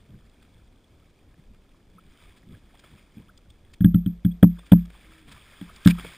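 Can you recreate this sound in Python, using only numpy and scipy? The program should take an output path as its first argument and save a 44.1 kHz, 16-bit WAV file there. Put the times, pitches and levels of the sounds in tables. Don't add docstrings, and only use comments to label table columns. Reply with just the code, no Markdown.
import sys
import numpy as np
from scipy import signal
from scipy.fft import rfft, irfft, next_fast_len
from scipy.io import wavfile
from scipy.ndimage import map_coordinates

SR = 44100
rng = np.random.default_rng(int(sys.argv[2]) if len(sys.argv) > 2 else 0)


def put_to_file(sound):
    columns = np.atleast_2d(sound).T
    safe = np.clip(columns, -1, 1)
    whole_steps = np.round(safe * 32767)
    wavfile.write(sys.argv[1], SR, whole_steps.astype(np.int16))


N = 272097

# (frequency [Hz], relative level [dB])
HISS_TONE = [(30, 4), (200, -4), (700, -13.5), (2400, -16), (5000, -18), (6000, -31)]
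# (frequency [Hz], relative level [dB])
RUMBLE_TONE = [(15, -4.5), (35, 0.5), (55, -3), (90, -5.5), (140, -12.5), (185, -10.5), (300, -15),
               (450, -19.5), (800, -27.5), (2000, -42.5)]
# (frequency [Hz], relative level [dB])
SPRAY_TONE = [(200, -4), (550, -4), (800, -6), (1280, 1), (1480, -2.5), (1650, 1.5), (1970, -3),
              (2200, 1.5), (2500, 1.5), (2780, -5.5), (3400, 3.5), (4200, -11), (5000, -5), (6000, -21.5)]
# (time [s], level [dB], half-width [s])
SURGES = [(0.129, -45, 0.033), (1.396, -55, 0.013), (1.512, -57, 0.014), (2.517, -46, 0.043),
          (2.938, -51, 0.028), (3.193, -43.5, .019), (5.327, -57.5, 0.091), (6.042, -50.5, 0.044)]
# (arrival [s], flow level [dB], rise [s], hold [s])
WAVES = [(0, -74.5, .02, 0.65), (2.227, -60, 0.1, 0.017), (2.524, -68, 0.018, .05),
         (2.844, -63, 0.12, 0.14), (3.155, -66.5, 0.03, 0.053), (4.62, -64, .15, 0.18),
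         (4.929, -62, .04, .28), (5.291, -57.5, 0.017, 0.37), (5.779, -55, 0.083, .17),
         (5.994, -49, 0.032, 0.11)]
# (time [s], level [dB], pitch [Hz])
BUBBLES = [(1.03, -64, 1330), (1.988, -47.5, 1268), (2.55, -56, 1620), (2.745, -54.5, 810),
           (2.844, -57, 1650), (3.297, -50.5, 1430), (3.506, -55.5, 3420), (4.319, -51.5, 3360),
           (4.59, -53, 1050), (4.593, -50, 3470), (4.953, -52, 1050), (5.698, -46.5, 1260),
           (5.911, -28, 2396), (5.9855, -40.5, 1270), (6.052, -38.5, 417)]
# (time [s], level [dB], half-width [s], brightness [dB per octave])
SLAPS = [(0.298, -62.5, .002, 1), (0.429, -58, .003, -0.5), (1.548, -61, 0.0018, 0.5),
         (2.375, -60, .0066, 0), (2.754, -56, .0036, -3.5), (2.797, -54.5, .0036, 5),
         (2.844, -51, 0.0046, -4), (3.379, -56, .0025, 11.5), (3.504, -56.5, 0.0016, 6.5),
         (3.74, -51.5, .004, 5.5), (4.593, -50.5, .0035, -3.5), (4.667, -56.5, 0.0069, 2.5),
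         (4.723, -26.5, 0.003, -7), (4.857, -55.5, 0.0025, 3), (4.904, -51.5, .0026, -2.5),
         (5.283, -52, 0.0051, -4), (5.323, -49, .008, 1.5), (5.763, -49.5, .002, 6.5),
         (5.853, -38.5, .0029, 5), (5.876, -19, 0.002, -1), (5.8853, -26, 0.0015, -0.5),
         (5.902, -33.5, 0.0092, -1.5), (5.9096, -30, 0.00085, 2), (5.987, -39.5, .0024, -4.5),
         (5.998, -32, 0.0012, -5), (6.05, -37, 0.0018, -5.5)]
# (pitch [Hz], level [dB], time to fade 60 dB [s], sign [+1 or -1])
CASE_NOTES = [(52.77, -30, 0.49, 1), (108.5, -4, 0.063, 1), (123.6, -7.5, .048, -1),
              (173.85, -3.5, 0.22, 1), (209, -6.5, 0.17, -1), (284.2, -1, 0.1, -1), (312, -8, 0.048, -1)]
# (pitch [Hz], width [Hz], relative level [dB])
WALL_NOTES = [(587, 84, 0.5), (866, 68, -8), (1310, 94, 3), (1644, 83, 5.5), (1850, 85, 0), (2190, 150, -8),
              (2600, 49, -7), (3000, 210, -7.5), (3340, 233, 0)]
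# (time [s], thump gain [dB], half-width of the contact [s])
KNOCKS = [(1.951, -36, 0.0013), (3.17, -27.5, .0011), (3.809, 0.5, 0.0013), (3.8462, 6.5, 0.0011),
          (3.9456, 3.5, 0.0012), (4.0632, -5, 0.0011), (4.2507, 1, .0012), (4.4303, 5.8, .00088),
          (4.7205, 8.4, .00101), (5.614, -27.5, 0.00059), (5.8603, 5.5, 0.00096), (6.049, -41, 0.00072)]
# (time [s], peak level [dB], half-width [s])
SLAM = (4.4326, -3.5, 0.0015)

HOLD_HZ, TOP_HZ = 12000, 15500
TRICKLE_DB = -73.2


def amp(db):
    return 10 ** (np.asarray(db) / 20)


def unit(x):
    return x / np.sqrt(np.mean(x ** 2) + 1e-20)


def clock():
    return np.arange(N) / SR


def wobble(rate):
    return map_coordinates(rng.standard_normal(int(N * rate / SR) + 4), [np.arange(N) * rate / SR])


def filtered(x, response):
    size = next_fast_len(x.shape[-1] + 8192)
    spectrum = rfft(x, size) * response(np.fft.rfftfreq(size, 1 / SR))
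    return irfft(spectrum, size)[..., :x.shape[-1]]


def colour(points, hz):
    f, db = np.transpose(points)
    return amp(np.interp(np.log(hz + 1), np.log(f), db))


def bell(t, width):
    return np.exp(-.5 * (t / width) ** 2)


def add(track, s, sound):
    part = track[max(round(s * SR), 0):][:len(sound)]
    part += sound[:len(part)]


def resonance(x, hz, width_hz):
    return unit(filtered(x, lambda f: 1j * f / (hz ** 2 - f * f + 1j * f * width_hz)))


def hiss(db=-74):
    return amp(db) * unit(filtered(rng.standard_normal((2, N)), lambda f: colour(HISS_TONE, f)))


def sea_rumble(level_db=-56, lumps_db=4.0):
    rumble = unit(filtered(rng.standard_normal(N), lambda f: colour(RUMBLE_TONE, f)))
    bass = filtered(rumble, lambda f: 1 / (1 + (f / 130) ** 4))
    return amp(level_db) * (rumble - bass + amp(lumps_db * wobble(14)) * bass)


def moan(middle_s=5.2, length_s=0.29, db=-61, start_hz=321, sag_hz_per_s=470):
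    t = clock() - middle_s
    hz = start_hz - sag_hz_per_s * np.clip(t, 0, length_s)
    envelope = np.exp(-(2 * t / length_s) ** 6)
    return amp(db) * envelope * unit(np.sin(2 * np.pi * np.cumsum(hz) / SR))


def surges(low_hz=50, high_hz=230):
    band = lambda f: (f / low_hz) ** 2 / (1 + (f / low_hz) ** 2) / (1 + (f / high_hz) ** 4)
    churn = unit(filtered(rng.standard_normal(N), band))
    return churn * sum(amp(db) * bell(clock() - s, width) for s, db, width in SURGES)


def flow(drain_s=0.11):
    t, power = clock(), amp(TRICKLE_DB) ** 2
    for s, db, rise, hold in WAVES:
        fade = np.maximum(s - t, 0) / rise + np.maximum(t - s - hold, 0) / drain_s
        power = power + (amp(db) * np.exp(-fade)) ** 2
    return np.sqrt(power)


def fizz(centre_hz, cycles, spread_db, count):
    t = np.arange(SR // 80) / SR
    start = rng.integers(0, N, (count, 1))
    hz = np.clip(centre_hz * np.exp(.55 * rng.standard_normal((count, 1))), 400, 5800)
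    strength = amp(spread_db * np.minimum(rng.exponential(size=(count, 1)), 4))
    age = hz * t / cycles
    pings = strength * np.exp(-age) * np.sin(2 * np.pi * hz * t * (1 + 0.015 * age))
    positions = start + np.arange(len(t))
    return unit(np.bincount(positions.ravel(), pings.ravel(), N)[:N])


def wash(foam_db=-1.5, fizz_db=-3.0, drops_db=-6.5, ring_db=-10, bubbling_db=-13, flutter_db=1.32):
    through_case = lambda x: unit(filtered(x, lambda f: colour(SPRAY_TONE, f) * (f < HOLD_HZ / 2)))
    foam = through_case(rng.standard_normal(N))
    pings = through_case(fizz(centre_hz=2206, cycles=5, spread_db=3.5, count=5000))
    drops = through_case(fizz(centre_hz=4230, cycles=3, spread_db=3.5, count=300))
    rings = resonance(fizz(centre_hz=3400, cycles=1.5, spread_db=3, count=250), hz=3360, width_hz=120)
    hollow = resonance(fizz(centre_hz=2180, cycles=3, spread_db=2.5, count=2000), hz=2300, width_hz=340)
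    water = flow() * amp(flutter_db * wobble(30) - TRICKLE_DB)
    froth = water * (amp(foam_db) * foam + amp(fizz_db) * pings)
    drips = water ** .8 * (amp(drops_db) * drops + amp(ring_db) * rings)
    bubbling = water ** 1.25 * amp(bubbling_db) * hollow
    return amp(TRICKLE_DB) * (froth + drips + bubbling)


def bubbles(half_width_s=.0045, rise_hz_per_s=16000):
    track, t = np.zeros(N), np.arange(-SR // 20, SR // 20) / SR
    for s, db, hz in BUBBLES:
        shiver = 0.88 * wobble(348.5)[:len(t)]
        phase = 2 * np.pi * np.cumsum(hz + rise_hz_per_s * t) / SR + shiver
        add(track, s + t[0], amp(db) * bell(t, half_width_s) * np.sin(phase))
    return track


def slaps():
    track, t = np.zeros(N), np.arange(-SR // 20, SR // 20) / SR
    for s, db, width, bright_db in SLAPS:
        tilt = lambda f: amp(bright_db * np.log2(np.maximum(f, 300) / 2000))
        tone = lambda f: colour(SPRAY_TONE, f) * tilt(f) * (f < HOLD_HZ / 2)
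        burst = unit(filtered(rng.standard_normal(len(t)), tone))
        add(track, s + t[0], amp(db) * bell(t, width) * burst)
    return track


def slam():
    s, db, width = SLAM
    t = clock() - s
    return amp(db) * (1 - (t / width) ** 2) * bell(t, width)


def wall_tick(t, scuff_s=0.0015, early_s=0.0033, muffle_hz=3700):
    walls = lambda f: sum((-1) ** k * amp(db) * 1j * f * width / (hz * hz - f * f + 1j * f * width)
                          for k, (hz, width, db) in enumerate(WALL_NOTES))
    muffled_walls = lambda f: walls(f) / np.sqrt(1 + (f / muffle_hz) ** 16)
    age = np.maximum(t + early_s, 0)
    scuff = age * np.exp(-age / scuff_s)
    tick = filtered(scuff * rng.standard_normal(len(t)), muffled_walls)
    return tick * np.linalg.norm(scuff / scuff.max()) / np.linalg.norm(tick)


def knocks(usual_contact_s=.0012, usual_tick_db=-39.5, db_per_halving=23, lead_s=.01):
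    track, t = np.zeros(N), np.arange(SR // 2) / SR
    ring = sum(np.sign(side) * amp(db - 60 * t / fade_s) * np.sin(2 * np.pi * hz * t)
               for hz, db, fade_s, side in CASE_NOTES)
    for s, thump_db, width in KNOCKS:
        push = bell(t - lead_s, width)
        thump = signal.fftconvolve(push / push.sum(), ring)[:len(t)]
        tick_db = thump_db + usual_tick_db + db_per_halving * np.log2(usual_contact_s / width)
        add(track, s - lead_s, amp(thump_db) * thump + amp(tick_db) * wall_tick(t - lead_s))
    return track


def scene():
    return knocks() + slam() + bubbles() + slaps() + surges() + wash() + sea_rumble() + moan() + hiss()


def record(dry):
    narrow = filtered(np.clip(dry, -1, 1), lambda f: f < HOLD_HZ / 2)
    slope = filtered(narrow, lambda f: 1j * f)
    steps = slope * 2 * np.cos(2 * np.pi * HOLD_HZ * clock())
    mirror = filtered(steps, lambda f: (f > HOLD_HZ / 2) / (1j * (f + 1)))
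    return filtered(narrow + mirror, lambda f: 1 / (1 + (f / TOP_HZ) ** 160))


dry = scene()
out = record(dry)
put_to_file(out)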